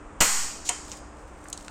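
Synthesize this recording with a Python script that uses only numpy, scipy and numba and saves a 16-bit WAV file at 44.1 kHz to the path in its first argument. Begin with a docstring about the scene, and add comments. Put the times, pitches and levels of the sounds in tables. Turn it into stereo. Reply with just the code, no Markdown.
"""Centre punch on a steel shelf

A spring-loaded centre punch fires against a bolt in a steel shelf, whose many modes ring densely.
The blow overloads two close microphones, and their gain control dips and recovers. Eased off, the
punch scrapes and resets with clicks; the plastic bag round it rustles and cracks. A quiet room hums."""
import sys
import numpy as np
from scipy import signal
from scipy.fft import rfft, irfft
from scipy.io import wavfile
from scipy.ndimage import uniform_filter1d
from numba import njit

SR = 44100
rng = np.random.default_rng(int(sys.argv[2]) if len(sys.argv) > 2 else 0)


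def bounce(signal):
    """Save signal as a 16-bit WAV file at the path given by the first command-line argument."""
    frames = np.transpose(np.atleast_2d(signal))
    limited = np.clip(frames, -1, 1)
    pcm = np.round(limited * 32767).astype(np.int16)
    wavfile.write(sys.argv[1], SR, pcm)


N = 74970
TIME_S = np.arange(N) / SR
SNAP_S, LEFT_DELAY_S = 0.2047, 0.0013

# Clicks of the resetting punch: start_s, drive_db, centre_hz, t60_s, pan_db, shelf_db, body_db
RESET_CLICKS = [(0.6902, -17, 7000, .012, -15, -45, -26), (.6912, -9, 2500, 0.026, -2, -62, -20.5),
                (.6925, -8.5, 8200, 0.026, 8.5, -29.5, -15.5), (.6952, -15.5, 7200, 0.032, -6, -58, -19),
                (0.9171, -23, 6100, 0.016, -4, -46.5, -44), (0.9177, -24.5, 2980, 0.016, -1, -65, -44),
                (0.9229, -27, 5600, .015, 0, -49, -46)]


def shelf_ring():
    """Linear superposition: the blow and each light knock of the reset excite the same steel modes."""
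    blow, knocks = np.zeros((2, 2, N))
    blow[0, int((SNAP_S + LEFT_DELAY_S) * SR)] = blow[1, int(SNAP_S * SR)] = undb(-5.5)
    for start_s, *_, shelf_db, _ in RESET_CLICKS:
        knocks[:, int(start_s * SR)] = undb(shelf_db)
    # Light knocks hardly reach the highest modes.
    knocks = signal.sosfilt(signal.butter(4, 10200, fs=SR, output="sos"), knocks)
    return convolve(blow + knocks, steel_response())


def steel_response(size=32768, clatter_t60_s=0.19, rise_s=0.0054, scatter_db=6):
    """Modal overlap: crowded modes of struck steel merge into decaying noise, and a few stand clear."""
    # Resolved modes of shelf and punch: pitch_hz, relative_db, t60_s
    clear_modes = [(200.4, -22, 0.64), (411, -22.5, .5), (579, -8.5, .1), (863, -11, 0.17),
                   (1047.5, -12.5, 0.46), (1470, -19.5, 0.28), (1630, -20, .3), (1963, -11, 0.21),
                   (2200, -11, 0.24), (2430, -22.5, .6), (2616, -18, 0.17), (2880, -14, .2),
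                   (3320, -25.5, 0.58), (3556, -25, .45), (3790, -27, 0.46), (4240, -15, 0.45),
                   (4750, -24, 0.73), (5270, -32, 0.62), (5980, -9, 0.18), (6550, -20.5, 0.6),
                   (7000, -25, .7), (6990, -25, .7), (7200, -24, 0.58), (7260, -17, 0.41), (7560, -24, .6),
                   (7700, -23, 0.65), (10000, -22, .45), (10600, -12, 0.45), (10940, -12, .35),
                   (11800, -15, .33), (12100, -8, 0.49), (12570, -9, 0.39), (12760, -12, 0.42),
                   (13610, -17, 0.45), (13850, -17, 0.41), (14110, -16, 0.38), (14980, -18, .25),
                   (15070, -20, .25)]
    # Overlapping modes of the shelf: centre_hz, clatter_db, ring_db, ring_t60_s
    dense_modes = [(60.4, -30, -41, 0.22), (151, -20.5, -54, 0.34), (220, -18.5, -50, 0.9),
                   (425, -15.5, -37, 1), (630, -11, -38, 0.53), (912, -8.5, -19, 0.72),
                   (2080, -11.5, -12, 0.54), (2770, -4.5, -21, 0.83), (3700, -18, -21, 0.65),
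                   (4800, -25, -15.5, 0.81), (5930, -25, -14, 0.76), (7430, -13, -6.5, 0.63),
                   (9350, 5, -10.5, 0.48), (12100, -38, -12, 0.72), (16700, -7, -11, 0.2)]
    t = np.arange(size) / SR
    out = modes(clear_modes, size) * undb(1)
    strength = undb(scatter_db * rng.standard_normal(size // 2 + 1))
    spectrum = rfft(rng.standard_normal((2, size))) * strength
    for hz, noise in half_octaves(spectrum, size):
        clatter_db, ring_db, ring_t60_s = columns_at(dense_modes, hz)
        clatter = undb(clatter_db - 60 * t / clatter_t60_s)
        ring = undb(ring_db - 60 * t / ring_t60_s)
        out += unit(noise) * np.hypot(clatter, ring)
    return out * (1 - np.exp(-t / rise_s))


def punch_snap():
    """Path difference: the crack of the firing punch reaches the left microphone later."""
    crack = click(SNAP_S, drive_db=-8.5, centre_hz=5500, t60_s=0.02, pan_db=0)
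    crack[0] = np.roll(crack[0], int(LEFT_DELAY_S * SR))
    return crack


def punch_scrape(start_s=0.645, squeak_s=0.672, end_s=0.69, fade_s=0.011):
    """Sliding friction: broadband grit, joined by a narrow squeak just before the reset."""
    def fade_in(onset_s):
        return np.clip((TIME_S - onset_s) / fade_s, 0, 1)

    friction = rng.standard_normal((2, N))
    grit = unit(band(band(friction, 6100, 10100), 6100, 10100)) * undb(-37) * fade_in(start_s)
    squeak = unit(band(friction, hz=7010, width_hz=256.6)) * undb(-41) * fade_in(squeak_s)
    return (grit + squeak) * (TIME_S < end_s) * pan(-6)[:, None]


def body_knocks():
    """Impulse response: each reset click sets the hollow tool body ringing."""
    # Modes of the tool body: pitch_hz, relative_db, t60_s
    body_modes = [(637, -26, 0.052), (720, -20, 0.12), (875, -21, 0.13), (957, -16, 0.12),
                  (1120, -20, 0.17), (2195, -21, 0.038), (3150, -19.5, 0.21), (5050, -22, 0.9),
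                  (5728, -29, .4), (6869, -22, .1), (7900, -27, .27), (8660, -31, .3), (9200, -12.5, 0.077)]
    taps = np.zeros((2, N))
    for start_s, *_, body_db in RESET_CLICKS:
        taps[:, int(start_s * SR)] = undb(body_db)
    return convolve(taps, modes(body_modes, SR // 2))


def plastic_bag():
    """Amplitude modulation: noise flickers into a crackle that follows the hand, with louder cracks."""
    # Envelope of the rustle: time_s, level_db, pan_db
    rustle_path = [(.6, -77, 4), (0.759, -76, 5), (.86, -54.5, -4), (.92, -42, -7), (.98, -51, -1),
                   (1.02, -74, 10), (1.2, -65, 4), (1.36, -63, 7), (1.45, -60, 5.5), (1.55, -56, 6),
                   (1.62, -48.5, 6), (1.7, -58, 3)]
    # Single cracks of the plastic: start_s, drive_db, centre_hz, t60_s, pan_db
    cracks = [(1.441, -44, 10100, 0.04, 15), (1.457, -26, 1400, 0.011, 6), (1.483, -40, 8500, .03, 4),
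              (1.4856, -32, 8700, 0.012, 12), (1.497, -46, 12000, 0.024, 16), (1.5, -32, 13000, 0.014, 16),
              (1.502, -32, 9500, 0.013, 14), (1.5287, -16, 7600, 0.02, 4), (1.5288, -18.5, 3560, 0.015, 7),
              (1.576, -26.5, 8300, 0.013, 8), (1.577, -27.5, 5070, 0.014, 1),
              (1.606, -34, 2500, 0.016, -11), (1.6819, -18.5, 1400, 0.0096, 10),
              (1.6817, -22.5, 3140, 0.0076, 5), (1.6822, -31.5, 8000, .008, 7)]
    time_s, level_db, pan_db = np.array(rustle_path).T
    grains = rng.standard_normal((2, N)) * undb(3.5 * flutter(340) + 2 * flutter(38.54))
    rustle = unit(band(grains, hz=7000, width_hz=10100)) * undb(np.interp(TIME_S, time_s, level_db))
    return rustle * pan(np.interp(TIME_S, time_s, pan_db)) + sum(click(*row) for row in cracks)


def faint_ring(start_s=0.8, pitch_hz=797.5, growth_s=0.3):
    """Damping overtakes growth: a soft tone swells and dies as the tool is drawn back."""
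    t = np.maximum(TIME_S - start_s, 0)
    swell = 1 - np.exp(t / growth_s)
    decay = undb(-43.5 - 120 * t)
    return swell * decay * np.sin(2 * np.pi * pitch_hz * t)


def room_reverb(sound, level_db=-13, t60_s=0.17, cutoff_hz=6500):
    """Diffuse reflection: a dull tail of noise sets in after 3 ms and decays exponentially."""
    t = np.arange(SR // 2) / SR
    tail = rng.standard_normal((2, len(t))) * undb(-60 * t / t60_s) * (t > 0.003)
    tail = signal.lfilter(*signal.butter(1, cutoff_hz, fs=SR), tail)
    return undb(level_db) * convolve(sound, tail / np.sqrt(np.sum(tail ** 2) / 2))


def room_hum(noise_db=-43.5):
    """Partial coherence: flickering noise, partly shared by the channels, and two wavering tones."""
    # Spectrum of the room noise: frequency_hz, relative_density_db, correlation, pan_db
    noise_shape = [(25.4, 0, 0.22, 1.5), (55.6, -2, 1, 7), (110, -12.5, 1, 5.5), (330, -12, 0.81, 9.5),
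                   (665, -13, 0.7, 3.5), (1180, -11, -0.28, 5), (2700, -27.5, 0.12, 0),
                   (4300, -39, -0.49, -5), (8300, -36, 0.52, 5), (10100, -48, 0, 13), (15000, -72, 0, 2)]
    # Tones of the hum: pitch_hz, rms_db
    hum_tones = [(62, -56.5), (301, -57)]
    hz = np.maximum(np.fft.rfftfreq(N, 1 / SR), 1)
    density_db, correlation, pan_db = columns_at(noise_shape, hz)
    mid, side = rfft(rng.standard_normal((2, N))) * np.sqrt([1 + correlation, 1 - correlation])
    spectrum = np.array([mid + side, mid - side]) * undb(density_db) * pan(pan_db) * (hz > 14)
    noise = sum(part * undb(-0.5 * flutter(10.4)) for _, part in half_octaves(spectrum, N))
    out = unit(noise) * undb(noise_db)
    for pitch_hz, rms_db in hum_tones:
        amplitude = np.sqrt(2) * undb(rms_db + 2 * flutter(5.04))
        wavering_hz = pitch_hz * (1 + 0.0093 * flutter(8.57))
        out += amplitude * np.sin(2 * np.pi * np.cumsum(wavering_hz) / SR)
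    return out


def click(start_s, drive_db, centre_hz, t60_s, pan_db):
    """Transient excitation: a sharp tick and a decaying noise burst drive a broad resonance."""
    t = np.arange(SR // 20) / SR
    drive = rng.standard_normal((2, len(t)))
    drive[:, 0] = undb(12.5)  # the tick stands above the burst
    drive *= undb(drive_db - 60 * t / t60_s)
    width_hz = 0.65 * centre_hz
    burst = band(band(drive, centre_hz, width_hz), centre_hz, width_hz)
    out, start = np.zeros((2, N + SR)), int(start_s * SR)
    out[:, start:start + len(t)] = burst * pan(pan_db)[:, None]
    return out[:, :N]


def modes(table, size):
    """Free vibration: damped sines, each with its own phase at each microphone."""
    hz, db, t60_s = np.array(table, float).T[:, :, None]
    t = np.arange(size) / SR
    phase = rng.random((len(table), 2)).T[:, :, None]
    return np.sum(undb(db - 60 * t / t60_s) * np.sin(2 * np.pi * (hz * t + phase)), axis=1)


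def half_octaves(spectrum, size):
    """Overlapping half-octave bands of a spectrum, as (centre_hz, sound) pairs."""
    octave = np.log2(np.maximum(np.fft.rfftfreq(size, 1 / SR), 14) / 20)
    return [(20 * 2 ** (k / 2), irfft(spectrum * np.clip(1 - abs(2 * octave - k), 0, 1), size))
            for k in range(21)]


def columns_at(table, hz):
    """A table's other columns, interpolated over the log of its frequency column."""
    table_hz, *columns = np.array(table, float).T
    return [np.interp(np.log(hz), np.log(table_hz), column) for column in columns]


def flutter(rate_hz):
    """Random values joined by straight ramps."""
    step = int(SR / rate_hz)
    return uniform_filter1d(np.repeat(rng.standard_normal(N // step + 1), step), step)[:N]


def band(x, hz, width_hz):
    """Second-order resonance with unit gain at its centre."""
    return signal.lfilter(*signal.iirpeak(hz, hz / width_hz, SR), x)


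def pan(db):
    """Channel gains for a level difference, left minus right."""
    return undb(np.array([db, -db]) / 2)


def undb(db):
    return 10 ** (np.asarray(db, float) / 20)


def unit(x):
    return x / np.sqrt(np.mean(x ** 2))


def convolve(x, response):
    return signal.fftconvolve(x, response, axes=-1)[..., :N]


def port_colour(sound, dull_hz=8890, dull_db=-12.5):
    """Acoustic resonance: each microphone port lifts one band and is less sensitive in the top treble."""
    # Resonances of the left and right port: centre_hz, width_hz, lift_db
    ports = [(8450, 1260, 7.5), (7020, 1150, 7.5)]
    lifted = np.array([channel + (undb(lift_db) - 1) * band(channel, hz, width_hz)
                       for channel, (hz, width_hz, lift_db) in zip(sound, ports)])
    low = signal.sosfiltfilt(signal.butter(4, dull_hz, fs=SR, output="sos"), lifted)
    return low + undb(dull_db) * (lifted - low)


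def overload_sag(onset_s=0.0095, dip_s=0.091, back_s=0.19):
    """Overload recovery: after the snap the microphones' baseline sags, then swings back."""
    t = np.maximum(TIME_S - SNAP_S, 0)
    swing = 0.55 * np.exp(-(t / back_s) ** 2) - np.exp(-t / dip_s)
    return undb([[0], [-7.5]]) * swing * (1 - np.exp(-t / onset_s))  # weaker on the right


def gain_control(sound, threshold_db=-24, ratio=2.06, sense_s=0.0029):
    """Compression: the gain falls as the smoothed power passes a threshold."""
    smoothing = signal.butter(1, 1 / (2 * np.pi * sense_s), fs=SR)
    power = signal.lfilter(*smoothing, (sound ** 2).mean(axis=0))
    excess_db = np.maximum(10 * np.log10(power + 1e-12) - threshold_db, 0)
    return undb(-follow(excess_db * (1 - 1 / ratio), attack_s=0.012, release_s=0.033))


@njit
def follow(x, attack_s, release_s):
    """First-order lag with separate time constants for rise and fall."""
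    out, level = np.empty(len(x)), 0.
    for i in range(len(x)):
        level += (x[i] - level) / (SR * (attack_s if x[i] > level else release_s))
        out[i] = level
    return out


def scene():
    """Superposition: tool and bag with their reverberation, the ringing shelf and the hum."""
    tool = punch_snap() + sum(click(*row) for *row, _, _ in RESET_CLICKS)
    tool += punch_scrape() + body_knocks()
    shelf = shelf_ring()
    direct = tool + plastic_bag() + faint_ring()
    return direct + room_reverb(direct) + shelf + room_hum()


def record(dry, ceiling=0.66, cutoff_hz=16400):
    """Transduction: port resonance, overload sag, gain control, soft clipping and a steep low-pass."""
    coloured = port_colour(dry)
    compressed = (coloured + overload_sag()) * gain_control(coloured)
    clipped = ceiling * np.tanh(compressed / ceiling)
    return signal.sosfilt(signal.ellip(10, 0.2, 80, cutoff_hz, fs=SR, output="sos"), clipped)


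dry = scene()
out = record(dry)
bounce(out)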